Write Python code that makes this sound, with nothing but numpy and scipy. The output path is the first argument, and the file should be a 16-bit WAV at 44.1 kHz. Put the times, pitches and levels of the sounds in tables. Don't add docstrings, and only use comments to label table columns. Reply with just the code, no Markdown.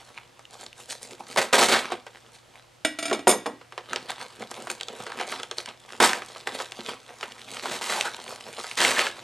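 import sys
import numpy as np
from scipy import signal
from scipy.fft import rfft, irfft, next_fast_len
from scipy.io import wavfile
from scipy.ndimage import uniform_filter1d

SR = 44100
rng = np.random.default_rng(int(sys.argv[2]) if len(sys.argv) > 2 else 0)


def persist_wave(psi):
    counts = np.round(np.clip(psi, -1, 1) * 32767).astype(np.int16)
    wavfile.write(sys.argv[1], SR, np.atleast_2d(counts).T)


N = 407043
TIME = np.arange(N) / SR
FFT_SIZE = next_fast_len(N + SR // 2)
HZ = np.fft.rfftfreq(FFT_SIZE, 1 / SR)

# f/Hz, level/dB
AIR_SPECTRUM = [(12, -39), (20, -9), (66, -9), (119, -0.5), (207, -11.5), (352, -8.5), (427, -40),
                (491, -5.5), (1630, -12), (3260, -12.5), (8640, -20.5), (13900, -32), (15500, -52)]
HISS_SPECTRUM = [(12, -37), (20, -7), (581, 1.5), (2920, -13.5), (3960, -20), (6190, -16), (7950, -27),
                 (11100, -23), (13900, -25), (15500, -48)]
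# f/Hz, rms level/dB
HUM_PARTIALS = [(60, -81.5), (119.6, -67), (360, -74.5), (479, -76.5)]
# t/s, level/dB
GRIP_LEVEL = [(0, -56.5), (0.75, -73), (1.4, -51), (2.2, -61), (2.6, -62.5), (2.75, -67), (3.55, -65),
              (3.85, -60.5), (4.0, -46), (5.45, -52), (5.83, -57.5), (6.3, -53), (6.7, -50), (7.1, -54.5),
              (7.6, -45), (8.2, -46), (8.4, -49), (9.2, -49)]
# peak t/s, length/s, level/dB, body re level/dB, edge re level/dB
FINGER_STROKES = [(0.18, 0.028, -42.5, -13, -15), (0.54, 0.073, -51, -1, 0), (0.62, 0.057, -45, -2.5, 0),
                  (0.81, 0.078, -50.5, -6, 4), (0.915, .05, -40, -6.5, 5.5), (1.04, 0.052, -45.5, -7, 5),
                  (1.12, 0.042, -45, 3, -2), (1.205, 0.019, -42.5, 4, -5), (1.32, 0.09, -44, -1.5, 0.5),
                  (1.86, 0.07, -37.5, -9, -11), (1.925, 0.049, -35.5, -4, -12), (2.17, 0.088, -56, -17, -7),
                  (2.35, 0.043, -49.5, -13, -4), (2.57, 0.057, -52, -7, -8), (3.94, 0.1, -38.5, -5.5, -12),
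                  (4.105, 0.036, -29.5, -13, -9.5), (4.22, 0.067, -38, -7, -10),
                  (4.42, 0.037, -40, 2.5, -16), (4.515, 0.016, -44, 7, 2), (4.625, 0.046, -46.5, 3.5, -15),
                  (4.712, 0.035, -38, -0.5, 2.5), (4.95, 0.13, -44, -2, -12),
                  (5.11, 0.081, -39.5, -10, -18), (5.21, 0.098, -39, -3, -6.5), (5.32, .1, -34.5, -9, -6.5),
                  (5.595, 0.046, -37.5, -7.5, -4.5), (5.69, 0.035, -39, -9, -15),
                  (5.935, 0.11, -46, -4.5, -4), (6.485, 0.038, -35, -2, -8), (6.55, 0.036, -36.5, -2.5, -1),
                  (6.61, 0.057, -39, -8, 0), (6.80, 0.031, -37, -5, -14), (6.895, 0.066, -34, -6.5, -9),
                  (7.10, 0.056, -47, -2, -11), (7.24, 0.09, -46, -5, -5), (7.56, 0.16, -41.5, -6, -2),
                  (8.31, 0.075, -43, -1.5, 1), (8.48, .05, -41.5, -2.5, -10), (8.60, .05, -42.5, -3, 1),
                  (8.68, 0.39, -44, -18, -0.5)]
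# f/Hz, level/dB
RUSTLE_SPECTRUM = [(59, -69), (100, -22), (253, -4), (300, -11.5), (347, -9), (477, -4), (861, -6),
                   (1290, -8.5), (1920, -10), (3180, -7.5), (9150, -14), (12300, -24.5), (15500, -51)]
TEAR_SPECTRUM = [(29, -80), (50, -45), (256, -6.5), (303, -13), (349, -6.5), (489, -6), (565, -3),
                 (790, -2.5), (3180, -4), (5660, -9), (7920, -9.5), (12200, -19), (15500, -48)]
# f/Hz, half-width/Hz, gain/dB
POUCH_MODES = [(203, 13, -1.5), (350.1, 14.3, 9.5), (493, 19, 5.5), (765, 50, 4), (1284, 100, 4.5),
               (1572, 25, 5.5)]
# t/s, closed fraction
POUCH_CLOSURE = [(2, 0.84), (6, 0.8), (8, 0.41)]
# t/s, click level/dB, f/Hz, flap level/dB
CREASE_SNAPS = [(0.393, -29, 1080, -43.5), (0.453, -28.5, 2940, -62), (0.664, -23.5, 3420, -49),
                (0.729, -28.5, 2830, -62), (0.908, -21, 3650, -54), (1.361, -8, 929, -25),
                (1.379, -13, 703, -17.5), (1.532, -3, 2660, -34), (1.619, -4, 865, -18),
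                (1.628, -1, 727, -14), (1.92, -10.5, 730, -21.5), (2.066, -26, 1050, -32.5),
                (3.612, -40, 835, -39), (3.723, -26.5, 1190, -37), (3.778, -17, 1020, -27.5),
                (3.932, -9.5, 1220, -49), (3.96, -10, 3270, -25.5), (4.095, -26, 1190, -30),
                (4.102, -15.5, 780, -34), (4.422, -21.5, 2150, -40), (4.515, -23, 789, -35),
                (4.602, -25, 729, -40), (4.671, -19.5, 1050, -29), (4.70, -12.5, 2460, -25),
                (4.81, -14, 3320, -32.5), (4.832, -17.5, 3570, -45), (4.884, -17.5, 3330, -34),
                (5.066, -22, 1270, -29), (5.119, -22, 1730, -38), (5.198, -37, 1290, -21),
                (5.211, -10.5, 786, -25), (5.323, -17, 1600, -24), (5.399, -22, 2740, -31),
                (5.432, -16, 3230, -31), (5.512, -15.5, 3740, -28), (5.583, -11, 4370, -35),
                (5.659, -19.5, 2800, -54), (5.688, -23, 2970, -35.5), (6.002, -0.5, 840, -13),
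                (6.132, -5.5, 1830, -40), (6.22, -23, 1200, -29), (6.361, -27.5, 1050, -34.5),
                (6.472, -9, 1610, -23), (6.601, -20, 1300, -25), (6.72, -18.5, 2770, -37),
                (6.89, -21.5, 988, -29.5), (7.229, -22, 1530, -21.5), (7.32, -25, 3130, -48),
                (7.657, -11.5, 660, -25), (7.812, -15, 918, -34), (7.897, -13, 2160, -35),
                (7.923, -13, 1310, -22), (8.01, -5, 3260, -33), (8.06, -17.5, 770, -36),
                (8.279, -24, 2220, -37), (8.307, -23, 1030, -39), (8.408, -25.5, 2440, -43),
                (8.643, -19.5, 1140, -33), (8.713, -16, 2290, -41), (8.849, 0.5, 2170, -31),
                (8.993, -3, 2170, -19), (9.067, -12, 1570, -24.5)]
# f/Hz, level/dB
CLICK_SPECTRUM = [(40, -29), (150, -18), (500, -2.5), (8500, 2), (12000, -14), (15500, -35)]
FLAP_SPECTRUM = [(60, -43), (170, -24.5), (280, -11.5), (450, 2), (1200, -2.5), (3000, -5.5),
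                 (9000, -28.5), (15000, -49)]
# t/s, hold/s, level/dB, body re level/dB, edge re level/dB
TEAR_TUGS = [(1.370, 0.016, -20.5, -3.5, -4.5), (1.412, 0.0073, -27, -2.5, -1.5),
             (1.526, 0.025, -16.5, -4, -5.5), (1.578, 0.075, -20.5, -5, -2), (1.68, .035, -22, -6, -5.5),
             (1.714, 0.036, -18, -8.5, -9), (1.765, 0.036, -28, -8, -7.5), (6.000, 0.021, -19.5, 1.5, -8),
             (6.021, 0.036, -17.5, -11, -2), (6.088, 0.014, -25.5, -7, -8), (6.13, 0.048, -36, -2.5, -6.5),
             (7.622, 0.067, -39, -0.5, -4), (7.705, 0.061, -34.5, -3.5, -3), (7.811, 0.094, -34, -11, -1.5),
             (7.892, 0.13, -30.5, -8, -3), (8.044, 0.024, -34.5, -7.5, -3),
             (8.769, 0.04, -24.5, -11.5, -5.5), (8.798, 0.11, -21, -8.5, -5.5),
             (8.90, 0.088, -30.5, -9, -3.5), (8.976, 0.042, -22.5, -13.5, -9),
             (9.035, 0.038, -31, -9.5, -7.5)]
# t/s, level/dB, tilt/(dB per octave)
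BLADE_IMPACTS = [(2.8478, -15.5, -2), (2.987, -24, -1.5), (3.026, -23.5, -1.5), (3.054, -23.5, 0),
                 (3.08, -29, -2.5), (3.097, -29, -2.5), (3.128, -21.5, -1), (3.147, -29, -3),
                 (3.191, -33, -4.5), (3.276, -22, 6.5), (3.291, -22, 6.5), (3.3, -24.5, 6),
                 (3.31, -22.5, 5), (3.462, -30, -0.5)]
# f/Hz, level/dB, nominal T60/s
KNIFE_MODES = [(303, -6.5, 0.19), (662, -3.5, 0.11), (1408, -5, 0.086), (1620, -21, 0.44),
               (1926, -15.5, 0.54), (2206, -11, 0.12), (2337, -1.5, 0.11), (2560, -16, 0.1),
               (2860, -8, 0.14), (3340, -10.5, 0.16), (3620, -2, 0.096), (3800, -15, 0.12),
               (4300, -17.5, 0.22), (4840, -10, 0.1), (5160, -14.5, 0.22), (5200, -8, 0.12),
               (6300, -15.5, 0.23), (6610, -6, 0.079), (7030, -9, .15), (7220, -12, 0.09),
               (8770, -10.5, 0.11), (8720, -4.5, 0.12), (8990, -6, 0.046), (9600, -15, 0.065),
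               (10800, -24, .1), (11070, -8.5, 0.085), (12000, -28, 0.07)]
# t/s, factor on T60
KNIFE_SUSTAIN = [(2.85, 0.88), (3.0, 1), (3.28, 0.77)]
# f/Hz, level/dB
SCRAPE_SPECTRUM = [(200, -34), (600, 6.5), (3000, 10.0), (8000, -1.5), (11800, -11), (13200, -32),
                   (15000, -27)]
# t/s, level/dB
HANDLE_IMPACTS = [(3.112, -22), (3.271, -11.5), (3.295, -25.5), (3.325, -25.5), (3.459, -26)]
# f/Hz, level/dB, T60/s
TABLE_RESPONSE = [(40, -36, .3), (121, -40, 0.19), (223, -2.5, 0.37), (393, 7.5, 0.19), (690, 9, 0.11),
                  (1220, -0.5, 0.14), (2500, -8.5, 0.046), (4970, -16, 0.038), (9900, -30, 0.04),
                  (15000, -55, .04)]
# t/s, hold/s, f/Hz, level/dB
PAPER_SQUEAKS = [(7.651, 0.017, 1140, -37), (7.942, 0.06, 840, -33.5), (8.039, 0.052, 805, -38.5),
                 (8.045, 0.037, 1460, -32), (8.965, 0.011, 1740, -24), (9.067, 0.006, 1530, -26)]
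# f/Hz, T60/s
ROOM_DECAY = [(150, 0.35), (500, 0.2), (2800, 0.38), (8000, 0.22), (14000, 0.22)]
# f/Hz, level/dB
ROOM_SPECTRUM = [(60, 8), (300, 4.5), (3000, -2.5), (12000, 2.0)]
# f/Hz, side re mid/dB
STEREO_WIDTH = [(30, -16), (120, -29), (2000, -30.5), (5000, -13.5), (8500, -15.5), (12000, -3.5),
                (15000, 9)]
# f/Hz, left re right/dB
STEREO_BALANCE = [(100, 1), (400, -2), (1200, -1), (4500, -0.5), (8500, -0.5), (13000, 2.5)]


def amp(db):
    return 10 ** (np.asarray(db) / 20)


def unit(x):
    return x / np.sqrt(np.mean(x ** 2) + 1e-20)


def along(points, hz=HZ):
    f, v = np.transpose(points)
    return np.interp(np.log(hz + 1), np.log(f + 1), v)


def fade(t, t60):
    return np.exp(-np.log(1000) * t / t60)


def add(track, s, sound):
    part = track[max(round(s * SR), 0):][:len(sound)]
    part += sound[:len(part)]


def filtered(x, response):
    return irfft(rfft(x, FFT_SIZE) * response, FFT_SIZE)[..., :N]


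def causal(db):
    cepstrum = irfft(np.log(np.maximum(amp(db), 1e-6)), FFT_SIZE)
    cepstrum[1:FFT_SIZE // 2] *= 2
    cepstrum[FFT_SIZE // 2 + 1:] = 0
    return np.exp(rfft(cepstrum))


def noise(response):
    return unit(filtered(rng.standard_normal(N), response))


def dying_noise(decay, spectrum):
    hz, t, bands = signal.stft(rng.standard_normal(SR // 2), SR, nperseg=256)
    gain = amp(along(spectrum, hz))[:, None] * fade(t, along(decay, hz)[:, None])
    return signal.istft(bands * gain, SR, nperseg=256)[1]


def background(air_db=-59):
    drift = 0.45 * noise(np.exp(-HZ / 2))
    hum = sum(amp(db) * np.sqrt(2) * np.sin(2 * np.pi * hz * TIME + drift) for hz, db in HUM_PARTIALS)
    return amp(air_db) * noise(amp(along(AIR_SPECTRUM))) + hum


def flex(x, depth_db):
    bands = signal.stft(x, nperseg=256)[2]
    field = uniform_filter1d(rng.standard_normal(bands.shape), size=2, axis=0)
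    field = uniform_filter1d(field, size=18, axis=1)
    return signal.istft(bands * amp(depth_db * unit(field)), nperseg=256)[1][:N]


def fibres(per_s, spread_db, focus_db, rub_db, flex_db):
    count = int(per_s * N / SR)
    onset = rng.integers(0, N - SR // 1000, count)
    size = amp(spread_db * np.minimum(rng.exponential(size=count), 3))
    break_octave = rng.uniform(0, 6, count)
    octave = np.clip(np.log2((HZ + 1) / 250), 0, 6)
    spectrum = 0
    for band in range(7):
        delay = rng.integers(0, SR // 1000, count)
        strength = size * amp(-focus_db * abs(break_octave - band)) * rng.choice([-1, 1], count)
        impulses = np.bincount(onset + delay, strength, N)
        spectrum += np.maximum(1 - abs(octave - band), 0) * rfft(impulses, FFT_SIZE)
    breaks = unit(irfft(spectrum, FFT_SIZE)[:N])
    grain = flex(breaks + amp(rub_db) * rng.standard_normal(N), flex_db)
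    return grain / np.sqrt(abs(uniform_filter1d(grain ** 2, SR // 25)) + 1e-9)


def paper(grain, spectrum, power):
    sheet = causal(along(spectrum))
    body = 1 / (1 + (HZ / 700) ** 6)
    edge = 1 / (1 + (4000 / (HZ + 1)) ** 6)
    bands = np.array([unit(filtered(grain, sheet * share)) for share in (body, 1 - body - edge, edge)])
    return (np.sqrt(power) * bands).sum(axis=0)


def gesture_power(gestures, envelope):
    power = np.zeros((3, N))
    for s, length, db, body_db, edge_db in gestures:
        span = slice(max(int(s * SR) - SR // 2, 0), int(s * SR) + SR)
        gains = amp([[db + body_db], [db], [db + edge_db]])
        power[:, span] += (gains * envelope(TIME[span] - s, length)) ** 2
    return power


def grip(body_db=-6.5, edge_db=-6, fidget_db=3.46):
    db = np.interp(TIME, *np.transpose(GRIP_LEVEL)) + fidget_db * noise(np.exp(-HZ / 10))
    return amp([db + body_db, db, db + edge_db]) ** 2


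def stroke(t, length, swell_share=0.47):
    swell = (t / (swell_share * length)) ** 2
    tail = t / ((1 - swell_share) * length)
    return np.exp(-np.where(t < 0, swell, tail))


def handling():
    grain = fibres(per_s=480, spread_db=5, focus_db=7, rub_db=-3, flex_db=3)
    return amp(-1.5) * paper(grain, RUSTLE_SPECTRUM, gesture_power(FINGER_STROKES, stroke) + grip())


def pouch(x):
    closed = np.interp(TIME, *np.transpose(POUCH_CLOSURE))
    lift_db = sum(db / (1 + ((HZ - hz) / width) ** 2) for hz, width, db in POUCH_MODES)
    return (1 - closed) * x + closed * filtered(x, causal(lift_db))


def snaps(click_t60=0.0069, flap_t60=0.076, band_ratio=1.14, crack_db=-9):
    clicks, flaps = np.zeros((2, N))
    t = np.arange(SR // 8) / SR
    rise = 1 - np.exp(-t / 0.00056)
    for s, db, hz, flap_db in CREASE_SNAPS:
        kick, shake = rng.standard_normal((2, len(t)))
        kick = unit(kick * rise * fade(t, click_t60))
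        crease = signal.butter(1, [hz / band_ratio, hz * band_ratio], "bandpass", fs=SR)
        click = unit(signal.lfilter(*crease, kick)) + amp(crack_db) * kick
        add(clicks, s, amp(db + 9) * click / np.linalg.norm(click))
        add(flaps, s, amp(flap_db + 7) * shake * fade(t, flap_t60))
    clicks = filtered(clicks, causal(along(CLICK_SPECTRUM)))
    return clicks + filtered(flaps, causal(along(FLAP_SPECTRUM)))


def tug(t, hold, bite_s=0.0065, slack_db_per_s=26, release_t60=0.15):
    bite = np.clip(t / bite_s, 0, 1)
    slack = amp(-slack_db_per_s * np.clip(t, 0, hold))
    return bite * slack * fade(np.maximum(t - hold, 0), release_t60)


def rips():
    grain = fibres(per_s=2200, spread_db=2, focus_db=3.5, rub_db=-8, flex_db=1.5)
    return amp(-1.5) * paper(grain, TEAR_SPECTRUM, gesture_power(TEAR_TUGS, tug))


def blade(ring_db=-4, scrape_db=-3, scrape_t60=0.03, choke_t60=0.3):
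    ring, scrape = np.zeros((2, N))
    t = np.arange(SR // 3) / SR
    rise = 1 - np.exp(-t / 0.0011)
    hz, mode_db, t60 = np.transpose(KNIFE_MODES)[:, :, None]
    next_touch = [row[0] for row in BLADE_IMPACTS[1:]] + [np.inf]
    for (s, db, tilt_db), until in zip(BLADE_IMPACTS, next_touch):
        choke = fade(np.maximum(t - (until - s), 0), choke_t60)
        ring_t60 = t60 * np.interp(s, *np.transpose(KNIFE_SUSTAIN))
        strength = amp(mode_db + tilt_db * np.log2(hz / 2000) + 1.5 * rng.standard_normal(hz.shape))
        linewidth_hz = 14 * np.minimum(hz / 2000, 1) * (0.15 / ring_t60) ** 3
        walk = np.cumsum(rng.standard_normal((len(hz), len(t))), axis=1)
        wander = np.sqrt(2 * np.pi * linewidth_hz / SR) * walk
        phase = 2 * np.pi * (hz * t + rng.random(hz.shape)) + wander
        modes = strength * fade(t, ring_t60) * np.sin(phase)
        add(ring, s, amp(db + ring_db) * modes.sum(axis=0) * rise * choke)
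        add(scrape, s, amp(db + scrape_db) * rng.standard_normal(len(t)) * rise * fade(t, scrape_t60))
    return ring + filtered(scrape, causal(along(SCRAPE_SPECTRUM)))


def handle():
    knocks, wood = np.zeros(N), np.array(TABLE_RESPONSE)
    for s, db in HANDLE_IMPACTS:
        thump = dying_noise(decay=wood[:, ::2], spectrum=wood[:, :2])
        add(knocks, s, amp(db) * thump / np.std(thump[:SR // 100]))
    return knocks


def knife():
    radiation = signal.butter(4, [150, 12500], "bandpass", fs=SR, output="sos")
    return signal.sosfilt(radiation, handle() + blade())


def squeaks(band_ratio=1.11, release_t60=0.035):
    track = np.zeros(N)
    t = np.arange(SR // 4) / SR
    for s, hold, hz, db in PAPER_SQUEAKS:
        fold = signal.butter(2, [hz / band_ratio, hz * band_ratio], "bandpass", fs=SR, output="sos")
        tone = unit(signal.sosfilt(fold, rng.standard_normal(len(t))))
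        add(track, s, amp(db) * tone * fade(np.maximum(t - hold, 0), release_t60))
    return track


def room(x):
    tail = dying_noise(ROOM_DECAY, ROOM_SPECTRUM)
    tail = np.pad(tail / np.linalg.norm(tail), (SR // 300, 0))
    return signal.fftconvolve(x, tail)[:N]


def scene():
    mailer = pouch(rips() + handling() + snaps()) + squeaks()
    steel = knife()
    near = mailer + steel + room(amp(-11) * mailer + amp(-8.5) * steel)
    hiss = noise(amp(along(HISS_SPECTRUM)))
    mid = near + background()
    shifting = np.std(near) * unit(flex(near, depth_db=2.5))
    spread = filtered(shifting, 1j * amp(along(STEREO_WIDTH)))
    side = spread + amp(-25) * room(mailer + steel) + amp(-62.5) * hiss
    lean = amp(along(STEREO_BALANCE) / 2)
    return np.array([filtered(mid + side, lean), filtered(mid - side, 1 / lean)])


def record(dry, ceiling=0.95, top_hz=15700):
    rounded = dry / (1 + abs(dry / ceiling) ** 6) ** (1 / 6)
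    return filtered(rounded, HZ < top_hz)


dry = scene()
out = record(dry)
persist_wave(out)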